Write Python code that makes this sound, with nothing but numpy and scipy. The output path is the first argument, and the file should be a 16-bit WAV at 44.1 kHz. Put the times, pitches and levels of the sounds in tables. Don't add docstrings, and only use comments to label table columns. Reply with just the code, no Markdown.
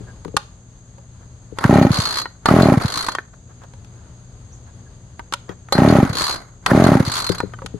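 import sys
import numpy as np
from scipy import signal
from scipy.fft import rfft, irfft
from scipy.io import wavfile
from scipy.ndimage import uniform_filter1d, minimum_filter1d, map_coordinates

SR = 44100
rng = np.random.default_rng(int(sys.argv[2]) if len(sys.argv) > 2 else 0)


def generate_wav(sig):
    pcm = np.round(np.clip(np.atleast_2d(sig).T, -1, 1) * 32767).astype(np.int16)
    wavfile.write(sys.argv[1], SR, pcm)


N = 343772
TIME = np.arange(N) / SR
AGE = TIME[:SR // 3]

# frequency in Hz, relative gain in dB.
AIR_EQ = [(25, -15), (42, -0.5), (110, 2.5), (150, -6.5), (220, -13.5), (450, -18.5), (800, -23),
          (1500, -27.5), (2400, -35), (4700, -32), (5400, -41), (9500, -39.5), (12000, -56), (14000, -71)]
RUB_EQ = [(200, 0), (500, -1), (1050, 1.5), (1500, 1), (1750, -6.5), (2050, -4.5), (2700, -22.5),
          (4400, -15.5), (5400, -22), (6600, -27.5), (11500, -23), (14000, -73)]
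CRACK_EQ = [(300, -25), (800, 12.5), (2000, 5), (3300, 9), (5500, 2), (7000, 2.5), (11500, -7),
            (13500, -46), (16000, -26)]
GAS_EQ = [(300, 10), (1200, 0), (2300, 5.5), (2900, 1), (4400, -4.5), (5500, -15.5), (6600, 1.5),
          (8000, -34), (11500, -14.5), (13500, -19)]
CLICK_EQ = [(400, -20.5), (1100, 14.5), (2400, -1), (3500, 2), (4400, 11), (5300, -2), (6500, 2),
            (8600, -8), (11300, -4.5), (13000, -22.5), (15500, -29)]
# nominal pitch in Hz, nominal time to fade 60 dB in seconds, relative level in dB.
BENCH_MODES = [(112, 0.15, -7.5), (188.4, 0.16, -6), (322, 0.059, -2), (441, 0.07, -1), (513, 0.036, 1)]
HOUSING_MODES = [(567, 0.11, -13.5), (816, 0.12, -12), (975, 0.039, 6.5), (1128, 0.031, 8),
                 (1301, 0.028, 12), (1509, 0.028, 10.5), (1850, 0.028, 4), (3160, 0.06, -14.5)]
CUP_MODES = [(3300, .15, -10), (3645, .09, -6), (4115, .35, 0), (4270, .1, -4), (4345, .28, 0),
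             (4525, .28, -3), (4860, .28, -6), (6580, .06, -4), (7740, .14, -8), (9770, .08, -10),
             (10470, .14, -12), (10990, .12, -9), (11600, .1, -12)]
OPEN_PORT_MODES = [(182, 0.021, -2), (265.4, 0.019, 1.5), (379, 0.021, -3.5), (597, 0.023, -3),
                   (1045, 0.035, -17), (1377, 0.064, -37)]
SHUT_PIPE_MODES = [(262, 0.053, 5.5), (801, 0.052, -0.5), (1290, 0.085, -11.5), (1840, 0.055, -12.5),
                   (2370, 0.15, -25), (2880, 0.087, -30)]
# pitch in Hz, level in dB before the swell.
HUM_PARTIALS = [(57.5, -80), (120, -49.5), (178, -59.5), (239, -65)]
# time in seconds, boost in dB.
GARDEN_SWELL = [(0, 8), (.6, 1.5), (1.3, 4), (3.3, 0), (3.7, 4), (4.5, 4.5), (5.1, 4.5), (6.5, 1), (7.8, 7)]
# start in seconds, level in dB.
THUDS = [(.005, -28), (0.254, -22.5), (0.279, -26), (.341, -21.5), (1.522, -26.5), (2.966, -24),
         (5.492, -22.5), (6.152, -24), (6.204, -25), (7.297, -8.5), (7.433, -15), (7.644, -27.5),
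         (7.741, -18)]
# start in seconds, length in seconds, level in dB.
SCUFFS = [(0.058, 0.063, -48), (1.187, 0.083, -53.5), (3.33, 0.022, -46.5), (3.482, 0.054, -51.5),
          (3.604, 0.058, -45), (3.87, 0.28, -57), (4.654, 0.058, -51.5), (5.478, 0.063, -39.5)]
# start in seconds, length in seconds, centre pitch in Hz, level in dB.
SQUEAKS = [(0.063, 0.064, 1624, -47), (4.663, .05, 1680, -59), (4.858, 0.029, 1647, -51.5)]
# start in seconds, body in dB, crack in dB,
# tilt of the body in dB per octave.
HANDLE_KNOCKS = [(.248, -26, -32.5, -8), (.280, -37, -38, -6), (.3665, -2.5, -2.5, -2),
                 (.982, -34, -46, -32), (2.256, -13.5, -45, 4), (3.085, -9.5, -18, 5),
                 (3.15, -10.5, -18, 11), (3.1851, -7.5, -50, 3), (3.636, -38, -42, -4),
                 (3.736, -36.5, -41, -19), (3.846, -50, -39, 0), (5.194, -17, -35, -6),
                 (5.324, -15, -18.5, -8), (5.337, -15, -9, -8), (5.492, -24, -37, 16.5),
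                 (5.686, -28.5, -44, 2), (7.4026, -5, -23, 3), (7.536, -22.5, -42, 6.5),
                 (7.587, -27, -58, -1), (7.619, -22.5, -55, -21.5), (7.661, -28, -19.5, 0)]
# pawl catch in seconds, its level in dB, its tilt in dB per octave,
# cup ring in dB, cord rub in dB, puffs in dB, first puff against the rest in dB.
PULLS = [(1.586, -11, 1, -23, -27, 0.5, -1), (2.457, 0, -5.5, -4.5, -22, -1, -6.5),
         (5.724, 0, -9, 1, -24, 0, -10.5), (6.662, 0.5, 3, -9, -23, -1.5, 0.5)]
# time in seconds, zip in dB, jolt of the housing in dB.
TUGS = [(1.645, -17, -3), (2.491, -17, -1), (5.785, -20, -8), (6.716, -11, -14)]
# time in seconds, speed in turns per second.
CRANK_SPEEDS = [
    [(1.6499, 15.54), (1.6976, 29.8), (1.7846, 37.35), (1.9008, 13.41), (1.9992, 10.5)],
    [(2.4866, 46.72), (2.5121, 34.35), (2.6076, 47.14), (2.7717, 14.59), (2.8606, 11.38)],
    [(5.7528, 31.38), (5.7874, 28.04), (5.9053, 42.63), (6.0229, 20.07), (6.1109, 7.81)],
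    [(6.7161, 24.4), (6.7521, 36.78), (6.8352, 48.86), (6.9807, 19.2), (7.0872, 9.08)],
]
# start in seconds, level in dB.
PAWL_SKIPS = [(1.738, -20.5), (1.823, -20.5), (2.622, -12.5), (5.887, -15.5), (6.84, -9)]
# time in seconds, speed in ratchet teeth per second.
REWIND_SPEEDS = [
    [(1.917, 80), (2.0122, 58.59), (2.1033, 54.6), (2.1963, 76), (2.232, 13.73)],
    [(2.8208, 76), (2.8477, 40.5), (2.975, 61.5), (3.0696, 47.4), (3.1584, 7.46)],
    [(6.0942, 16.5), (6.1555, 53), (6.2265, 108.6), (6.2282, 81.49), (6.362, 54.4)],
    [(7.051, 74), (7.1242, 42.7), (7.186, 102.4), (7.2059, 48.8), (7.3855, 27.2)],
]

WEAK_SPEED, RINGING_SPEED = 20, 27.6
USUAL_REWIND = 60


def undb(db):
    return 10 ** (np.asarray(db) / 20)


def unit(x):
    return x / np.sqrt(np.mean(x ** 2))


def add(out, s, sound):
    i = max(int(s * SR), 0)
    out[..., i:i + sound.shape[-1]] += sound[..., :N - i]


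def eq(x, points, size=4096):
    hz, db = np.transpose(points)
    grid = np.maximum(np.arange(size // 2 + 1) * SR / size, 1)
    gain = undb(np.interp(np.log(grid), np.log(hz), db))
    cepstrum = irfft(np.log(gain))
    cepstrum[1:size // 2] *= 2
    cepstrum[size // 2 + 1:] = 0
    response = irfft(np.exp(rfft(cepstrum)))
    return signal.oaconvolve(x, response[None] / np.linalg.norm(response))[:, :x.shape[1]]


def ring(hz, t60, db, phase=0):
    return undb(db) * np.sin(2 * np.pi * hz * AGE + phase) * np.exp(-np.log(1000) * AGE / t60)


def stereo_noise(size, shared):
    noise = rng.standard_normal((3, size))
    return np.sqrt(shared) * noise[2] + np.sqrt(1 - shared) * noise[:2]


def drift(rate):
    knots = rng.standard_normal(2048)
    return np.interp(TIME * rate, np.arange(len(knots)), knots)


def pan(db):
    return undb(np.array([[db], [-db]]) / 2)


def soften(sound, push_s):
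    push = AGE[:SR // 40] * np.exp(-AGE[:SR // 40] / push_s)
    return signal.fftconvolve(sound, push / push.sum())[:len(sound)]


def burst(decay_s, shared):
    return stereo_noise(len(AGE), shared) * np.exp(-AGE / decay_s)


def cycle_starts(speeds):
    s, rate = np.transpose(speeds)
    t = np.arange(s[0], s[-1], 1 / SR)
    rate = np.interp(t, s, rate)
    cycles = np.cumsum(rate) / SR
    at = np.searchsorted(cycles, np.arange(int(cycles[-1]) + 1))
    return np.column_stack([t[at], rate[at]])


def held(start_s, end_s, attack_s=0.032, release_s=0.056):
    attack = np.clip((TIME - start_s) / attack_s, 0, 1)
    return attack * np.exp(-np.maximum(TIME - end_s, 0) / release_s)


def garden(air_db=-47):
    low = signal.butter(1, 900, fs=SR, output="sos")
    centre, sides = rng.standard_normal(N), rng.standard_normal((2, N))
    air = signal.sosfilt(low, centre) + sides - signal.sosfilt(low, sides)
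    air = unit(eq(air, AIR_EQ)) * undb(air_db + drift(25))
    hum = np.zeros(N)
    for hz, db in HUM_PARTIALS:
        level = np.sqrt(2) * undb(db + 2 * drift(1.1))
        hum += level * np.sin(2 * np.pi * hz * TIME + 0.77 * drift(1.924))
    swell = undb(np.interp(TIME, *np.transpose(GARDEN_SWELL)))
    return pan(2.8) * (air + hum) * swell


def crickets(chorus_db=-56, chirp_db=-62, chirp_hz=7520, chirps_per_s=13):
    band = [(5000, -46), (6000, -29.5), (6300, -11.5), (6600, -7.5),
            (7000, -20), (7800, -23), (9000, -42), (12000, -95)]
    chorus = eq(stereo_noise(N, 0.033), band) * undb(chorus_db + 0.5 * drift(40))
    stroke = np.maximum(np.sin(2 * np.pi * chirps_per_s * TIME + drift(3.3) / 2), 0) ** 2
    tone = np.sin(2 * np.pi * chirp_hz * TIME + drift(200) / 2)
    return chorus + undb(chirp_db + 2 * drift(2)) * stroke * tone


def bench(trim_db=-5, push_s=0.000086):
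    out = np.zeros(N)
    for s, db in THUDS:
        thud = sum((-1) ** k * ring(hz * rng.uniform(0.83, 1.003), t60, mode_db)
                   for k, (hz, t60, mode_db) in enumerate(BENCH_MODES))
        add(out, s, undb(db + trim_db) * soften(thud, push_s))
    return pan(15) * out


def scuffs(grain_db=6):
    out = np.zeros((2, N))
    for s, length_s, db in SCUFFS:
        grains = unit(stereo_noise(len(AGE), 0.21) * undb(grain_db * rng.standard_normal(len(AGE))))
        swell = np.sin(np.pi * np.minimum(AGE / length_s, 1))
        add(out, s, undb(db) * grains * swell)
    return eq(out, [(200, -9), (500, 0.5), (1000, 0), (1600, -1), (2200, -15),
                    (4500, -21), (6000, -25), (10000, -39), (13000, -38)])


def squeaks(sag=.06, rasp_rad=0.66):
    out = np.zeros((2, N))
    for s, length_s, hz, db in SQUEAKS:
        progress = np.minimum(AGE / length_s, 1)
        pitch = hz * (1 + sag * (.5 - progress))
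        phase = 2 * np.pi * np.cumsum(pitch) / SR + rasp_rad * drift(300)[:len(AGE)]
        add(out, s, undb(db) * np.sin(np.pi * progress) * np.sin(phase))
    return out


def housing_knocks(chatter_s=0.0034, crack_s=0.0037, rise_s=0.00018):
    catches = [(s, db, db - 9, tilt_db) for s, db, tilt_db, *_ in PULLS]
    jolts = [(s - .005, db, db - 14, -5) for s, _, db in TUGS]
    skips = [(s, db - 9, db - 4, 0) for s, db in PAWL_SKIPS]
    body, cracks = np.zeros((2, N)), np.zeros((2, N))
    contact = 1 - np.exp(-AGE / rise_s)
    for s, body_db, crack_db, tilt_db in HANDLE_KNOCKS + catches + jolts + skips:
        plastic = np.zeros(len(AGE))
        for hz, t60, db in HOUSING_MODES:
            tilted_db = db + tilt_db * np.log2(hz / HOUSING_MODES[0][0])
            plastic += ring(hz * rng.uniform(0.93, 1.04), t60, tilted_db + 2 * rng.standard_normal())
        knock = signal.fftconvolve(contact * burst(chatter_s, 0.65), plastic[None])[:, :len(AGE)]
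        add(body, s, undb(body_db) * knock / np.abs(knock).max())
        add(cracks, s, undb(crack_db) * contact * burst(crack_s, 0.1))
    return undb(1) * body + undb(-3) * pan(2) * eq(cracks, CRACK_EQ)


def cord_rub(rewind_db=-31.5, slack_db=-47, slack_s=0.038, grain_db=4, flutter_db=4.5):
    level = np.zeros(N)
    for crank, rewind, (catch_s, _, _, _, rub_db, *_) in zip(CRANK_SPEEDS, REWIND_SPEEDS, PULLS):
        out_speed = np.interp(TIME, *np.transpose(crank)) / RINGING_SPEED
        back_speed = np.interp(TIME, *np.transpose(rewind)) / USUAL_REWIND
        rewind_s, home_s = rewind[0][0], rewind[-1][0]
        slack = undb(slack_db) * held(catch_s - slack_s, catch_s)
        going = undb(rub_db) * out_speed ** 0.53 * held(catch_s, rewind_s)
        coming = undb(rewind_db) * back_speed ** 0.67 * held(rewind_s, home_s)
        level += slack + np.hypot(going, coming)
    grains = stereo_noise(N, 0.43) * undb(grain_db * rng.standard_normal(N) + flutter_db * drift(170))
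    return eq(unit(grains) * level, RUB_EQ)


def steel_cup(blows, t60_scale=0.66, tilt_db=-1, jingle_db=5, ping_db=5, ping_s=0.042):
    side_phase = np.array([[1], [-1]])
    modes = []
    for k, (hz, t60, db) in enumerate(CUP_MODES):
        tilted_db = db + tilt_db * np.log2(hz / CUP_MODES[0][0])
        modes.append(ring(hz, t60 * t60_scale, tilted_db, side_phase * (-1) ** k))
    modes = np.array(modes) * (1 + undb(ping_db) * np.exp(-AGE / ping_s))
    out = np.zeros((2, N))
    for s, db in blows:
        gains = undb(db + jingle_db * rng.standard_normal(len(modes)))
        add(out, s, np.tensordot(gains, modes, 1) / len(modes))
    wobbled = np.arange(N) + 1.6 * drift(70)
    return np.array([map_coordinates(side, [wobbled]) for side in out])


def pawl_clinks(trim_db=-2):
    catches = [(s, cup_db) for s, _, _, cup_db, *_ in PULLS]
    return undb(trim_db) * steel_cup(catches + PAWL_SKIPS)


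def cord_zips(low_hz=750, high_hz=1750, length_s=0.029, rasp_rad=0.94):
    out = np.zeros((2, N))
    rise = np.minimum(AGE / length_s, 2)
    swell = np.where(rise < 1, rise ** 2, np.exp(-20 * (rise - 1)))
    pitch = low_hz * (high_hz / low_hz) ** np.minimum(rise, 1)
    for s, db, _ in TUGS:
        phase = 2 * np.pi * np.cumsum(pitch) / SR + rasp_rad * drift(753)[:len(AGE)]
        grit = 1 + 0.1 * stereo_noise(len(AGE), 0.34)
        add(out, s - length_s, undb(db) * swell * np.sin(phase) * grit)
    return out


def crank_turns(ring_db=-8.5, off_speed_db=21):
    for speeds, (*_, pull_db, first_db) in zip(CRANK_SPEEDS, PULLS):
        for k, (s, speed) in enumerate(cycle_starts(speeds)):
            db = pull_db + (first_db if k == 0 else 0)
            puff_db = db - 10 * np.log10(1 + (WEAK_SPEED / speed) ** 2)
            pipe_db = db + ring_db - off_speed_db * np.log2(speed / RINGING_SPEED) ** 2
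            yield s, 1 / speed, puff_db, pipe_db


def engine(puff_boost_db=10, gas_db=-23, usual_turn_s=0.029, slow_turn_s=0.032, outlet_hz=105):
    air, gas = np.zeros(N), np.zeros((2, N))
    for open_s, period, puff_db, pipe_db in crank_turns():
        shut_s = open_s + .41 * period
        dullness = (period / slow_turn_s) ** 4
        scatter = rng.standard_normal((4, 6))
        snap = (usual_turn_s / period) ** .17
        puff = sum(ring(hz * (snap + .012 * detune), t60 / snap, db + 2.5 * accent)
                   for (hz, t60, db), detune, accent in zip(OPEN_PORT_MODES, *scatter[:2]))
        puff = soften(puff, push_s=.00005 * (1 + dullness))
        add(air, open_s, -undb(puff_db + puff_boost_db) * puff / np.abs(puff).max())
        pipe = sum(ring(hz * (1 + 0.0033 * detune), t60, db + 1.15 * accent)
                   for (hz, t60, db), detune, accent in zip(SHUT_PIPE_MODES, *scatter[2:]))
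        add(air, shut_s, -undb(pipe_db) * soften(pipe, push_s=.00003 * dullness))
        for edge_s in (open_s, shut_s):
            add(gas, edge_s, undb(puff_db) * burst(decay_s=0.0084, shared=0.074))
    air = signal.sosfilt(signal.butter(4, outlet_hz, "high", fs=SR, output="sos"), air)
    return air + undb(gas_db) * eq(gas, GAS_EQ)


def ratchet(click_db=-19, ring_db=-16.5, decay_s=0.0045, bounce_s=0.0043, bite_s=0.063, ease_s=.045):
    teeth = []
    for speeds in REWIND_SPEEDS:
        for s, rate in cycle_starts(speeds):
            loose = max(1 - (s - speeds[0][0]) / bite_s, 1 - (speeds[-1][0] - s) / ease_s, 0)
            db = 3 * np.log2(rate / USUAL_REWIND) - 6 * loose + 1.7 * rng.standard_normal()
            teeth.append((s, db))
    clicks = np.zeros((2, N))
    for s, db in teeth:
        add(clicks, s, undb(db) * burst(decay_s, 0.091))
        add(clicks, s + rng.uniform(.5, 1.5) * bounce_s, undb(db - 5) * burst(decay_s, 0.32))
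    return undb(click_db) * pan(2) * eq(clicks, CLICK_EQ) + undb(ring_db) * pan(-2) * steel_cup(teeth)


def bird(start_s=4.521, low_hz=5600, high_hz=7600, length_s=.026, chip_db=-46, echo_db=2):
    progress = np.minimum(AGE / length_s, 1)
    pitch = low_hz + (high_hz - low_hz) * progress
    chip = np.sin(2 * np.pi * np.cumsum(pitch) / SR) * np.abs(np.sin(np.pi * progress)) ** .5
    trees = burst(decay_s=.055, shared=0)
    echo = signal.fftconvolve(trees / np.linalg.norm(trees[0]), chip[None])[:, :len(AGE)]
    out = np.zeros((2, N))
    add(out, start_s, undb(chip_db) * (chip + undb(echo_db) * echo))
    return out


def yard(dry, echo_db=-23, build_s=0.0098, decay_s=0.045):
    tail = burst(decay_s, 0.087) * (1 - np.exp(-AGE / build_s))
    tail = eq(tail, [(80, -19.5), (400, -3.5), (1200, -7), (4000, -2), (8000, -11), (14000, -10)])
    echo = signal.oaconvolve(dry, tail / np.linalg.norm(tail[0]), axes=1)[:, :N]
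    return dry + undb(echo_db) * echo


def scene():
    pulls = engine() + cord_rub() + cord_zips() + ratchet() + housing_knocks() + pawl_clinks()
    return yard(pulls + bench() + scuffs() + squeaks()) + garden() + crickets() + bird()


def record(dry, ceiling=.97, window_samples=48, top_hz=16000):
    needed_gain = ceiling / np.maximum(np.abs(dry).max(axis=0), ceiling)
    gain = uniform_filter1d(minimum_filter1d(needed_gain, window_samples), window_samples)
    return signal.sosfilt(signal.ellip(8, .2, 70, top_hz, fs=SR, output="sos"), gain * dry)


dry = scene()
out = record(dry)
generate_wav(out)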